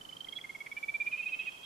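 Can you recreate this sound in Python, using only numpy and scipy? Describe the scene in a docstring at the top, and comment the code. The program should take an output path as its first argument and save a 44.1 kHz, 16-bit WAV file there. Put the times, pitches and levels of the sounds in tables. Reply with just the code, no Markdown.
"""At the edge of a marsh, spring peepers (tiny frogs) trill a little to the right, over soft wind and hiss.
Each trill is a run of short notes that climb in pitch; each note is a push of air that rings a throat sac.
A high frog hands over to a near, lower one, then a buzzy rival and a far frog join in.
Reeds and trees return a faint echo."""
import sys
import numpy as np
from scipy import signal
from scipy.io import wavfile
from scipy.ndimage import uniform_filter1d

SR = 44100
rng = np.random.default_rng(int(sys.argv[2]) if len(sys.argv) > 2 else 0)


def digitize_waveform(pressure):
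    """Quantize a signal to 16-bit integers and store it at the path in sys.argv[1].

    Rows of a 2-D input are taken as channels; values are limited to [-1, 1].
    """
    field = np.atleast_2d(pressure).T
    bounded = np.clip(field, -1, 1)
    quanta = np.round(bounded * 32767).astype(np.int16)
    wavfile.write(sys.argv[1], SR, quanta)


N = 72765


def amp(db):
    """Turns decibels into a number to multiply by."""
    return 10 ** (np.asarray(db) / 20)


def evened(x):
    """Scales a signal so that its average size (rms) is 1."""
    return x / np.sqrt(np.mean(abs(x) ** 2) + 1e-20)


def curve_at(points, hz):
    """Reads between the rows of a (frequency, value) table, with octaves evenly spaced."""
    freqs, values = np.transpose(points)
    return np.interp(np.log(hz + 1), np.log(freqs), values)


def lag(x, seconds):
    """Smooths a signal so that it follows changes a little late."""
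    memory = np.exp(-1 / (seconds * SR))
    return signal.lfilter([1 - memory], [1, -memory], x)


def wander(count, size):
    """A smooth random drift; a larger size makes it slower."""
    return evened(uniform_filter1d(uniform_filter1d(rng.standard_normal(count), size), size))


def air():
    """Soft wind in the trees, hiss and the blur of a distant chorus, all made by shaping noise."""
    # tone of the wind and hiss: (frequency [Hz], relative level [dB])
    tone = [(20, -2), (60, -10), (100, -7.5), (150, 0), (250, -1), (500, -1.5), (900, 0), (1250, 1),
            (1550, -5.5), (2500, -8.5), (4000, -13), (5000, -10.5), (7000, -13), (10500, -16),
            (14000, -20.5), (15500, -28.5)]
    # how alike the two ears are: (frequency [Hz], likeness [-1 to 1])
    likeness = [(30, -0.25), (130, 0.92), (300, 0.41), (600, -0.2), (1200, -0.68), (2200, -0.19),
                (4000, 0.28), (6000, 0.14), (9000, 0.47), (15000, 0.6)]
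    # which side is louder: (frequency [Hz], left minus right [dB])
    balance = [(40, -1), (170, 2), (400, 2), (900, 0), (2000, 0), (15000, 0)]
    frame, hop = 1024, 256  # the noise is a grid of frequencies by moments, hop samples apart
    hz = np.fft.rfftfreq(frame, 1 / SR)
    t = np.arange(N // hop + 5) * hop / SR
    grid = (len(hz), len(t))
    left, other = rng.standard_normal((2, *grid)) + 1j * rng.standard_normal((2, *grid))
    alike = np.clip(curve_at(likeness, hz), -1, 1)[:, None]
    right = alike * left + np.sqrt(1 - alike ** 2) * other
    chorus_db = 2.5 * np.exp(-.5 * ((hz - 3200) / 420) ** 2)  # a hump around 3200 Hz
    pan_db = np.array([[.5], [-.5]]) * curve_at(balance, hz)
    steady_db = curve_at(tone, hz) + chorus_db + pan_db
    patches = uniform_filter1d(rng.standard_normal(grid), size=10, axis=0)
    flicker_db = .5 * evened(uniform_filter1d(patches, size=14, axis=1))
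    gust_db = 4 * np.exp(-t / .35) / (1 + (hz[:, None] / 610) ** 2)  # a low gust that dies away
    shaped = np.array([left, right]) * amp(steady_db[:, :, None] + flicker_db + gust_db)
    _, noise = signal.istft(shaped, nperseg=frame, noverlap=frame - hop)
    return amp(-56) * evened(noise[:, :N])


def peep(length, hz, level_db, stutter, buzz, glide_hz, voice, count=4096):
    """One push of air: the throat sac rings an almost pure tone, with buzz, a weak overtone and hiss."""
    attack_s, release_s, sac_ring_s, slip_gap_s = .003, .0022, .0006, .005
    waver_hz, hiss_hz, hiss_ring_s = 7.2, 3683, .00019
    t = np.arange(count) / SR
    progress = np.minimum(t / length, 1)
    ends = (2 * progress - 1) ** 2  # 1 at both ends of the note, 0 in the middle
    opening = np.sin(np.pi / 2 * np.minimum(t / attack_s, 1)) ** 2
    push = opening * amp(-8 * ends) * np.exp(-np.maximum(t - length, 0) / release_s)
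    # in a stuttering note the wave keeps slipping out of step
    slip_number = (t / slip_gap_s + rng.random()).astype(int)
    slips = np.pi * stutter * rng.uniform(-1.25, 1.25, count)[slip_number]
    rasp = amp(-32.5) * (wander(count, size=20) + 1j * wander(count, size=20))
    sac = lag(push * np.exp(1j * slips), sac_ring_s) * (1 + rasp)
    arch = voice["arch"] * (.2 - ends)  # bends the middle of the note up (down if negative)
    pitch = hz * (1 + arch) + glide_hz * (progress - .5) + waver_hz * wander(count, size=200)
    phase = 2 * np.pi * np.cumsum(pitch) / SR
    # buzz is a tone above the pitch and a weaker one below, each buzz_step times the pitch away
    beat = voice["buzz_step"] * phase + 2 * np.pi * rng.random() + .5 * wander(count, size=120)
    side_tones = buzz * (np.exp(1j * beat) + amp(voice["lower_db"]) * np.exp(-1j * beat))
    # the overtone lies at 1.5 times the pitch; the throat boosts it near 3326 Hz
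    throat_db = 12.5 * np.exp(-((1.5 * hz - 3326) / 135) ** 2)
    overtone = amp(voice["overtone_db"] + throat_db) * np.exp(.5j * phase)
    tone = sac * np.exp(1j * phase) * (1 + side_tones + overtone)
    # swirling air hisses in the voice box
    noise = rng.standard_normal(count) + 1j * rng.standard_normal(count)
    swirl = evened(lag(lag(noise, hiss_ring_s), hiss_ring_s))
    hiss = amp(voice["hiss_db"]) * push * swirl * np.exp(2j * np.pi * hiss_hz * t)
    return amp(level_db) * np.sqrt(2) * (tone + hiss).real


def marsh_echo(sound):
    """Quick scatter from the reeds, then a long faint tail from the trees, different at each ear."""
    t = np.arange(SR) / SR
    reeds = amp(-11) * np.exp(-t / .028)
    trees = amp(-60 * t / .92)  # falls 60 dB in 0.92 s
    fade_in = np.minimum(t / .0041, 1)
    tail = rng.standard_normal((2, SR)) * fade_in * (reeds + trees)
    return signal.fftconvolve(sound[None], tail / np.linalg.norm(tail[0]), axes=1)[:, :N]


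def trill(notes, voice, pan_db, echo_db):
    """One frog's run of peeps with its echo; pan_db is the left level minus the right."""
    peeps = np.zeros(N)
    for start, *settings in notes:
        sound = peep(*settings, voice)
        slot = peeps[round(start * SR):][:len(sound)]
        slot += sound[:len(slot)]
    sides = amp(np.array([[.5], [-.5]]) * pan_db)
    sides /= sides.mean()
    return sides * peeps + np.sqrt(sides) * amp(echo_db) * marsh_echo(peeps)


def high_frog():
    """A high frog opens with quick, tiny peeps."""
    # (start [s], length [s], pitch [Hz], level [dB], stutter [0-1], buzz [0-1], glide [Hz])
    notes = [ (.009, .012, 3062, -45.5, .03, 0.074, -18), (.048, 0.0097, 3060, -44.5, 0.055, 0.049, -26),
             (.087, 0.015, 3050, -44.5, 0.066, 0.027, -20), (.123, .014, 3030, -43.5, .1, 0.025, 115),
             (.165, 0.0085, 3147, -42.5, .05, .06, -56), (.203, 0.012, 3100, -38.5, 0.028, 0.022, 10),
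             (.243, 0.0082, 3210, -40.5, 0.16, .04, -160), (.283, .012, 3194, -39.5, 0.18, 0.056, 36),
             (.322, .011, 3262, -39, 0.22, .03, 0), (.352, 0.011, 3353, -49, 0.5, 0.24, 4),
             (.360, 0.022, 3348, -38, .05, 0.033, 80), (.411, 0.0058, 3340, -41.5, 0.09, .03, -130)]
    voice = dict(overtone_db=-36, buzz_step=.19, lower_db=-8, hiss_db=-21, arch=-.0087)
    return trill(notes, voice, pan_db=-8, echo_db=-13)


def near_frog():
    """A near, lower frog sings a long trill that grows louder and clearer."""
    # (start [s], length [s], pitch [Hz], level [dB], stutter [0-1], buzz [0-1], glide [Hz])
    notes = [ (.111, .005, 2200, -54, .6, .1, 0), (.268, .012, 2130, -51, .3, .1, 0),
             (.329, .011, 2170, -47, .3, .1, 0), (.383, .012, 2190, -45, .9, .1, -60),
             (.438, .019, 2150, -41, .45, .05, 30), (.491, .018, 2160, -40, .05, .02, -30),
             (.546, .018, 2185, -40, .2, .03, -10), (.602, .021, 2205, -39, .03, .01, -10),
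             (.660, .015, 2205, -40, .7, .05, 0), (.713, .019, 2245, -39, .03, .01, -25),
             (.764, .022, 2322, -36, .05, .1, 55), (.826, .021, 2305, -34.5, .02, .005, -30),
             (.881, .023, 2318, -31.5, .02, .005, -10), (.939, .026, 2345, -31, .02, .005, -5),
             (.999, .029, 2372, -30, .02, .005, -5), (1.062, .025, 2395, -31, .1, .01, 0),
             (1.124, .027, 2435, -31, .05, .005, -45), (1.191, .025, 2460, -33, .03, .005, -35),
             (1.257, .024, 2505, -32, 0, 0, 5), (1.319, .033, 2530, -32.3, 0, 0, 10),
             (1.387, .028, 2560, -33, .05, .02, -10), (1.465, .030, 2525, -34, 0, .06, 15)]
    voice = dict(overtone_db=-29, buzz_step=.245, lower_db=-3, hiss_db=-37, arch=.013)
    return trill(notes, voice, pan_db=-5.5, echo_db=-13)


def rival_frog():
    """A rival cuts in; strong side tones make it buzz."""
    # (start [s], length [s], pitch [Hz], level [dB], stutter [0-1], buzz [0-1], glide [Hz])
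    notes = [ (1.053, .020, 2440, -49, .05, .25, 0), (1.112, 0.017, 2560, -41.5, 0.087, .25, 26),
             (1.155, 0.016, 2472, -42, 0.13, 0.11, -5), (1.171, 0.024, 2598, -41, 0.12, 0.23, 40),
             (1.222, 0.024, 2650, -40, 0.068, 0.17, 9), (1.281, 0.022, 2665, -40.5, 0.19, 0.29, -32),
             (1.336, 0.02, 2646, -45, 0.16, 0.61, 2), (1.397, 0.042, 2601, -44, 0.71, 0.27, -52),
             (1.453, 0.018, 2700, -44.5, 0.53, 0.54, -4), (1.545, 0.025, 2550, -59, 0.22, 0.17, 0)]
    voice = dict(overtone_db=-32, buzz_step=.18, lower_db=-6, hiss_db=-27, arch=.025)
    return trill(notes, voice, pan_db=-7, echo_db=-3.5)


def far_frog():
    """A far frog adds a few faint peeps, more echo than direct sound."""
    # (start [s], length [s], pitch [Hz], level [dB], stutter [0-1], buzz [0-1], glide [Hz])
    notes = [ (1.390, 0.015, 3230, -50.5, 0.23, .05, 0), (1.444, .020, 3194, -54.5, 0.37, 0.054, 0),
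             (1.508, 0.025, 3200, -53, 0.62, 0.035, 0), (1.571, 0.01, 3225, -51, 0.094, 0.039, 0),
             (1.627, 0.029, 3244, -49.5, 0, 0.17, 0.0042)]
    voice = dict(overtone_db=-28, buzz_step=.138, lower_db=-12, hiss_db=-15.5, arch=.005)
    return trill(notes, voice, pan_db=-8, echo_db=2)


def scene():
    """Four frogs over the air of the marsh."""
    return air() + high_frog() + near_frog() + rival_frog() + far_frog()


def record(dry):
    """Cuts away the very highest treble, above 15500 Hz."""
    treble_cut = signal.firwin(511, 15500, window=("kaiser", 9), fs=SR)
    return signal.oaconvolve(dry, treble_cut[None], "same")


dry = scene()
out = record(dry)
digitize_waveform(out)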